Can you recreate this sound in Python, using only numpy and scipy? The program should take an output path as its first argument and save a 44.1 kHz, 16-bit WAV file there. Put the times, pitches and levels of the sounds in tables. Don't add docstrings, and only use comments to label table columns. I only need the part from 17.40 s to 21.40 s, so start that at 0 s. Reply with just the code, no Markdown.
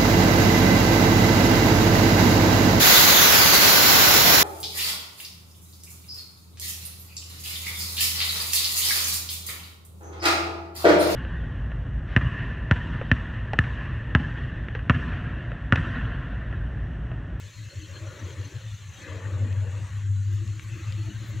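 import sys
import numpy as np
from scipy import signal
from scipy.fft import rfft, irfft, next_fast_len
from scipy.io import wavfile
from scipy.ndimage import uniform_filter1d, map_coordinates

SR = 44100
rng = np.random.default_rng(int(sys.argv[2]) if len(sys.argv) > 2 else 0)


def int16_out(signal):
    q = np.round(np.clip(np.atleast_2d(signal).T, -1, 1) * 32767)
    wavfile.write(sys.argv[1], SR, q.astype(np.int16))


N = 176400
T = np.arange(N) / SR

# (t/s, f/Hz)
EXHAUST_PITCH = [(0, 92.6), (.21, 105.3), (.38, 92.16), (.7, 101.3), (.86, 92.65), (1.03, 96.97),
                 (1.25, 106.7), (1.5, 93.95), (1.87, 98.2), (2.3, 97), (2.55, 100.4), (2.8, 98.6),
                 (3.1, 101.2), (3.3, 109), (3.5, 101.8), (3.8, 106.9), (4, 111.8)]


def amp(db):
    return 10 ** (np.asarray(db) / 20)


def unit(x):
    return x / np.sqrt(np.mean(x ** 2) + 1e-20)


def curve(rows):
    return np.interp(T, *np.transpose(rows))


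def wobble(rate):
    return map_coordinates(rng.standard_normal(int(N * rate / SR) + 4), [T * rate])


def filtered(x, response):
    size = next_fast_len(N + SR // 2)
    return irfft(rfft(x, size) * response(np.fft.rfftfreq(size, 1 / SR)), size)[..., :N]


def pan(left_db):
    return amp([[left_db / 2], [-left_db / 2]])


def swell(at, length):
    return np.cos(np.pi / 2 * np.clip((T - at) / (0.94 * length), -1, 1)) ** 2


def narrow(hz, width_hz):
    phase = 2 * np.pi * hz * T
    return unit(wobble(2 * width_hz) * np.sin(phase) + wobble(2 * width_hz) * np.cos(phase))


def noise(spectrum, side_db, left_db, patchy_db):
    bins = signal.stft(rng.standard_normal((2, N)), nperseg=1024)[2]
    patches = uniform_filter1d(rng.standard_normal(bins.shape[1:]), size=3, axis=0)
    patches = uniform_filter1d(patches, size=5, axis=1)
    pair = signal.istft(bins * amp(patchy_db * unit(patches)), nperseg=1024)[1][:, :N]
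    freqs, db = np.transpose(spectrum)
    mid, side = filtered(pair, lambda hz: amp(np.interp(np.log(hz + 1), np.log(freqs), db)))
    side = amp(side_db) * unit(side)
    return np.array([unit(mid) + side, unit(mid) - side]) * pan(left_db)


def exhaust():
    # (t/s, length/s, relative level/dB)
    throbs = [(0.05, 0.064, -35), (0.201, 0.061, -35), (.268, 0.042, -38), (0.378, 0.041, -31.5),
              (0.44, 0.032, -41.5), (0.532, 0.077, -36.5), (0.63, 0.044, -37), (0.686, 0.037, -33.5),
              (0.849, 0.048, -31.5), (0.91, 0.065, -40), (1.007, 0.055, -32.5), (1.061, 0.028, -32.5),
              (1.164, 0.034, -29), (1.278, 0.086, -34), (1.341, 0.038, -34.5), (1.416, 0.031, -39),
              (1.49, 0.056, -36.5), (1.591, 0.044, -50.5), (1.713, 0.079, -33.5), (1.787, 0.055, -34.5),
              (1.871, 0.053, -27), (1.95, 0.052, -23.5), (2.029, 0.055, -21.5), (2.109, 0.069, -26),
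              (2.203, 0.098, -23), (2.287, 0.032, -27.5), (2.353, 0.066, -28.5), (2.429, 0.056, -26.5),
              (2.529, 0.084, -36.5), (2.618, 0.13, -28.5), (2.715, 0.095, -23.5), (2.797, 0.081, -22),
              (2.868, 0.041, -23), (2.943, 0.099, -24), (3.023, 0.046, -26.5), (3.101, 0.065, -26),
              (3.172, 0.057, -31.5), (3.275, 0.077, -34.5), (3.339, 0.039, -29.5), (3.437, 0.035, -33.5),
              (3.489, 0.055, -27), (3.557, 0.072, -28), (3.616, 0.048, -28.5), (3.675, 0.042, -30),
              (3.77, 0.051, -29), (3.822, 0.032, -29.5), (3.905, 0.062, -33.5), (3.985, 0.064, -26)]
    # (f/Hz, level/dB)
    thud_spectrum = [(30, -20), (55, -12), (72, 0), (90, -10), (106, -12), (122, 0.5), (138, -7),
                     (160, -12), (195, -15), (225, -39), (400, -41), (800, -100)]
    boom_db, thud_db, roughness = -0.5, -15, 0.12
    bend_hz, wander_hz, span_s = 5.685, 1.71, 0.08933
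    level = sum(amp(db) * swell(at, length) for at, length, db in throbs)
    unsteady = 1 / (0.25 + unit(level))
    crest = level / (uniform_filter1d(level, size=int(span_s * SR)) + 1e-4) - 1
    hz = curve(EXHAUST_PITCH) + bend_hz * crest + wander_hz * unsteady * wobble(30)
    phase = 2 * np.pi * np.cumsum(hz) / SR
    tone = np.sin(phase) + roughness * (wobble(40) * np.sin(phase) + wobble(37) * np.cos(phase))
    boom = amp(boom_db) * unit(tone) * pan(left_db=3.0)
    thud = amp(thud_db) * unsteady * noise(thud_spectrum, side_db=-17, left_db=0.5, patchy_db=1.5)
    return dips() * level * (boom + thud)


def rumble():
    # (t/s, level/dB)
    level = [(0, -52), (.7, -43), (1.4, -49), (2.05, -37), (2.6, -43.5), (3.2, -41), (4, -39.5)]
    # (f/Hz, level/dB)
    spectrum = [(20, -21), (35, -22.5), (58, -15.5), (76, -2.5), (100, 5.5), (118, 1.5), (138, -11),
                (185, -13), (225, -24), (400, -30.5), (800, -100)]
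    return dips() * amp(curve(level)) * noise(spectrum, side_db=-15.5, left_db=-1.0, patchy_db=0)


def wheels():
    # (t/s, level/dB)
    roar_level = [(0, -67), (.05, -55.5), (.14, -68), (.27, -64.5), (.34, -52.5), (.43, -66.5),
                  (.52, -55.5), (.62, -50), (.8, -49.5), (1.02, -53.5), (1.15, -55.5), (1.3, -65.5),
                  (1.48, -68), (1.61, -54.5), (1.68, -46.5), (2.02, -48), (2.33, -52), (2.53, -60),
                  (2.68, -71.5), (2.86, -71), (3.25, -66.5), (3.5, -60), (3.62, -67.5), (3.92, -61),
                  (4, -60)]
    hollow_level = [(0, -85), (.5, -84), (.72, -66), (.92, -64), (1.1, -68), (1.5, -71.5), (1.8, -61),
                    (2.02, -58), (2.16, -66), (2.3, -59), (2.48, -59.5), (2.65, -78), (3.3, -71),
                    (3.65, -64.5), (3.78, -66.5), (4, -64)]
    rush_level = [(0, -56), (.2, -60), (.4, -58), (.7, -52.5), (1.05, -55), (1.25, -55.5), (1.5, -57.5),
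                  (1.68, -47.5), (2.05, -51), (2.35, -52.5), (2.6, -52.5), (2.72, -61.5), (2.87, -58),
                  (3.0, -58), (3.25, -55), (3.48, -51), (3.58, -54.5), (3.75, -53.5), (4, -53)]
    # (f/Hz, level/dB)
    roar_spectrum = [(120, -19), (225, -0.5), (265, -2), (315, 2.5), (370, 3), (440, -0.5), (500, -1),
                     (555, -3), (612, -2.5), (690, -16.5), (1000, -10.5), (2000, -18), (4000, -88)]
    hollow_spectrum = [(450, -48), (660, 2.5), (750, -2.5), (870, 3.5), (1000, -3), (1400, -40)]
    rush_spectrum = [(300, -27), (650, -19), (760, -17.5), (950, -6), (1130, 3), (1250, 0), (1450, 2),
                     (1900, 3.5), (2300, -4), (2800, -5), (3500, -10.5), (4300, -12), (4800, -27.5),
                     (8000, -54)]
    # (f/Hz, width/Hz, level/dB against the roar)
    modes = [(488.6, 28, -8.5), (553, 24, -5.5), (619, 20, -10.5)]
    flutter_db = 0.67 * wobble(21)
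    ring = sum(amp(db) * narrow(hz, width) for hz, width, db in modes) * pan(left_db=1.0)
    roar = unit(noise(roar_spectrum, side_db=-16, left_db=4.5, patchy_db=4.0) + ring)
    rush = noise(rush_spectrum, side_db=-13.5, left_db=5.5, patchy_db=3.5)
    hollow = noise(hollow_spectrum, side_db=-10, left_db=4.0, patchy_db=5.0)
    bands = [(roar_level, roar), (hollow_level, hollow), (rush_level, rush)]
    return sum(amp(curve(level) + flutter_db) * band for level, band in bands)


def foliage():
    # (t/s, level/dB)
    level = [(0, -53.5), (.5, -54), (1.0, -53.5), (1.7, -55), (2.05, -61.5), (2.55, -55.5), (2.74, -60),
             (2.92, -56.5), (3.1, -56.5), (3.42, -52.5), (3.7, -54), (4, -54)]
    # (f/Hz, level/dB)
    spectrum = [(200, -40), (900, -46.5), (1800, 1.5), (2300, -2), (2700, 2.5), (3400, -1), (4250, 1),
                (4750, -9.5), (5500, -6.5), (6300, -2), (7200, -10.5), (8500, -25), (10500, -18),
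                (12500, -22), (15500, -22.5)]
    gain = amp(curve(level) + 0.79 * wobble(21))
    return gain * noise(spectrum, side_db=-14.5, left_db=2.5, patchy_db=4.0)


def insect_chorus():
    # (f/Hz, level/dB)
    buzz_spectrum = [(4000, -66), (5500, -24), (6100, -1), (6900, 5.5), (7500, -1.5), (8300, -19.5),
                     (9500, -23.5), (12000, -41)]
    shimmer_spectrum = [(5500, -41), (7000, -1.5), (7700, 0.5), (8500, -6), (9300, -15), (10500, -12),
                        (12000, -21)]
    buzz_db, shimmer_db = -61, -69.5
    flutter_db = 0.6 * wobble(18)
    buzz = noise(buzz_spectrum, side_db=-41, left_db=-3.0, patchy_db=2.5)
    shimmer = noise(shimmer_spectrum, side_db=-3.5, left_db=-11.5, patchy_db=4.5)
    return amp(buzz_db + flutter_db) * buzz + amp(shimmer_db + flutter_db) * shimmer


def insect_calls():
    # (t/s, relative level/dB, f/Hz)
    notes = [(.056, -54, 6260), (.057, -55, 4160), (.142, -52.5, 4257), (.18, -51, 4190), (.226, -55, 4280),
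             (.293, -58, 6200), (.315, -45.5, 4270), (.371, -55.5, 4259), (0.421, -49.5, 6090),
             (.442, -49, 4230), (.552, -46, 4220), (.585, -48.5, 4210), (.678, -51, 6000),
             (.682, -54.5, 4160), (.722, -57, 6060), (.798, -49, 5970), (0.844, -51, 6070),
             (.928, -51.5, 6110), (.999, -54, 6040), (1.056, -46.5, 6160), (1.061, -55, 4168),
             (1.118, -52.5, 6150), (1.201, -56.5, 6000), (1.227, -56, 4256), (1.258, -53.5, 6110),
             (1.352, -52.5, 6188), (1.393, -56, 6100), (1.489, -51, 6180), (1.547, -51, 6080),
             (1.584, -56, 6245), (1.622, -50, 6130), (2.821, -54.5, 6195), (3.072, -54, 6170),
             (3.222, -51, 6116), (3.334, -52.5, 6165), (3.47, -54, 6160), (3.728, -53, 6140)]
    gain_db, roughness, width_hz = -5, 0.68, 126.5
    overtone_ratio, overtone_db = 1.61, -19.5
    out = np.zeros(N)
    for at, db, hz in notes:
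        shrill = hz > 5000
        half_s = 0.0197 if shrill else 0.032
        sounding = np.abs(T - at) < half_s
        t = T[sounding] - at
        knots = (t + half_s) * 2 * width_hz
        rasp = [map_coordinates(row, [knots], mode="mirror") for row in rng.standard_normal((3, 64))]
        phase = 2 * np.pi * hz * t
        tone = unit((1 + roughness * rasp[0]) * np.sin(phase) + roughness * rasp[1] * np.cos(phase))
        overtone = shrill * amp(overtone_db) * unit(rasp[2] * np.sin(overtone_ratio * phase))
        envelope = np.cos(np.pi / 2 * t / half_s) ** 2
        out[sounding] += amp(db + gain_db) * envelope * (tone + overtone)
    return out * pan(left_db=2)


def dips():
    # (t/s, length/s, level/dB)
    drops = [(0.136, 0.029, -3), (0.315, 0.033, -12), (0.782, 0.023, -7), (1.104, 0.017, -15),
             (2.154, .025, -5), (3.06, 0.023, -0.5), (3.21, 0.024, -8), (3.729, 0.025, -16)]
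    return amp(sum(db * swell(at, length) for at, length, db in drops))


def howls():
    # (t/s, length/s, level/dB, f/Hz)
    resonances = [(.205, 0.055, -59, 295), (0.331, 0.034, -57, 560), (0.426, 0.081, -50.5, 312),
                  (0.518, 0.068, -53.5, 552), (0.633, 0.069, -51, 334.3), (0.743, 0.098, -54.5, 550),
                  (0.823, 0.051, -50, 306), (0.833, .06, -51.5, 246), (0.976, .08, -52.5, 312),
                  (1.01, 0.044, -53, 498), (1.073, 0.052, -53, 290), (1.242, 0.075, -58, 536),
                  (1.7, 0.13, -52, 510), (1.727, .15, -50, 304.2), (1.787, 0.079, -51, 455),
                  (1.924, 0.048, -48.5, 311), (2.04, 0.12, -52, 314.5), (2.05, .11, -46.5, 241.2),
                  (2.14, 0.072, -60.5, 508.4), (2.154, 0.096, -48, 179), (2.24, 0.056, -54.5, 622),
                  (2.26, 0.045, -53, 482), (2.364, 0.078, -53, 498), (2.39, 0.058, -57, 311.5),
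                  (2.678, 0.075, -58, 339), (2.783, 0.15, -54.5, 198), (2.93, 0.081, -53, 335.6),
                  (3.012, 0.094, -49.5, 333.4), (3.057, 0.045, -48.5, 195.4), (3.169, 0.16, -55.5, 317),
                  (3.32, 0.045, -54, 331), (3.531, 0.049, -62.5, 530), (3.385, 0.068, -45.5, 324),
                  (3.6, 0.05, -47.5, 323.1), (3.688, 0.09, -45.5, 316.2), (3.706, 0.081, -57, 255),
                  (3.713, 0.04, -43.5, 199.4), (3.877, 0.2, -53, 202.7), (3.824, 0.064, -47.5, 313),
                  (3.958, 0.054, -49.5, 321)]
    growl_depth, roughness, sag_hz_per_s = 0.19, 0.58, 14
    exhaust_phase = 2 * np.pi * np.cumsum(curve(EXHAUST_PITCH)) / SR
    growl = 1 + growl_depth * (np.sin(exhaust_phase) + wobble(140))
    out = np.zeros(N)
    for at, length, db, hz in resonances:
        tone = np.sqrt(2) * np.sin(2 * np.pi * (hz * T - sag_hz_per_s * (T - at) ** 2 / 2))
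        out += amp(db) * swell(at, length) * unit(tone + roughness * narrow(hz, width_hz=45))
    return out * unit(growl) * pan(left_db=5)


def insect_peeps():
    # (t/s, length/s, level/dB, f/Hz)
    peeps = [(0.451, 0.022, -53.5, 3200), (0.571, 0.018, -50.5, 3130), (3.35, 0.12, -53.5, 2641),
             (3.493, 0.048, -51.5, 2610)]
    out = sum(amp(db) * swell(at, length) * narrow(hz, width_hz=160) for at, length, db, hz in peeps)
    return out * pan(left_db=4.5)


def ticks():
    # (t/s, peak level/dB, band centre f/Hz)
    snaps = [(0.906, -35, 2498), (1.078, -46, 7070), (2.128, -34.5, 2380), (3.078, -37, 3765),
             (3.196, -29, 1970), (3.524, -30, 3050)]
    t60_s, half_width_oct, crack = 0.03, 0.57, 19
    out = np.zeros(N)
    for at, db, hz in snaps:
        burst = rng.standard_normal(N) * (T >= at) * amp(-60 * np.abs(T - at) / t60_s)
        burst[round(at * SR)] += crack
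        edges = [hz * 2 ** -half_width_oct, hz * 2 ** half_width_oct]
        snap = signal.lfilter(*signal.butter(2, edges, "bandpass", fs=SR), burst)
        out += amp(db) * snap / np.abs(snap).max()
    return out * pan(left_db=5.0)


def insect_chirps():
    # (t/s, length/s, level/dB)
    chirps = [(2.94, 0.03, -67.5), (3.235, 0.028, -69.5), (3.303, .035, -74), (3.888, 0.055, -62)]
    # (f/Hz, level/dB)
    spectrum = [(10500, -50), (11130, -29), (11320, 12), (11520, -18), (12200, -35), (13800, -26),
                (14400, -7), (15400, -6), (16000, -15)]
    level = sum(amp(db) * swell(at, length) for at, length, db in chirps)
    return level * noise(spectrum, side_db=-14, left_db=-12, patchy_db=-7)


def scene():
    train = exhaust() + rumble() + howls() + wheels()
    outside = foliage() + insect_chorus() + insect_peeps() + insect_chirps() + insect_calls() + ticks()
    return train + outside


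def record(dry):
    top_hz = 15800
    return filtered(dry, lambda hz: hz < top_hz)


dry = scene()
out = record(dry)
int16_out(out)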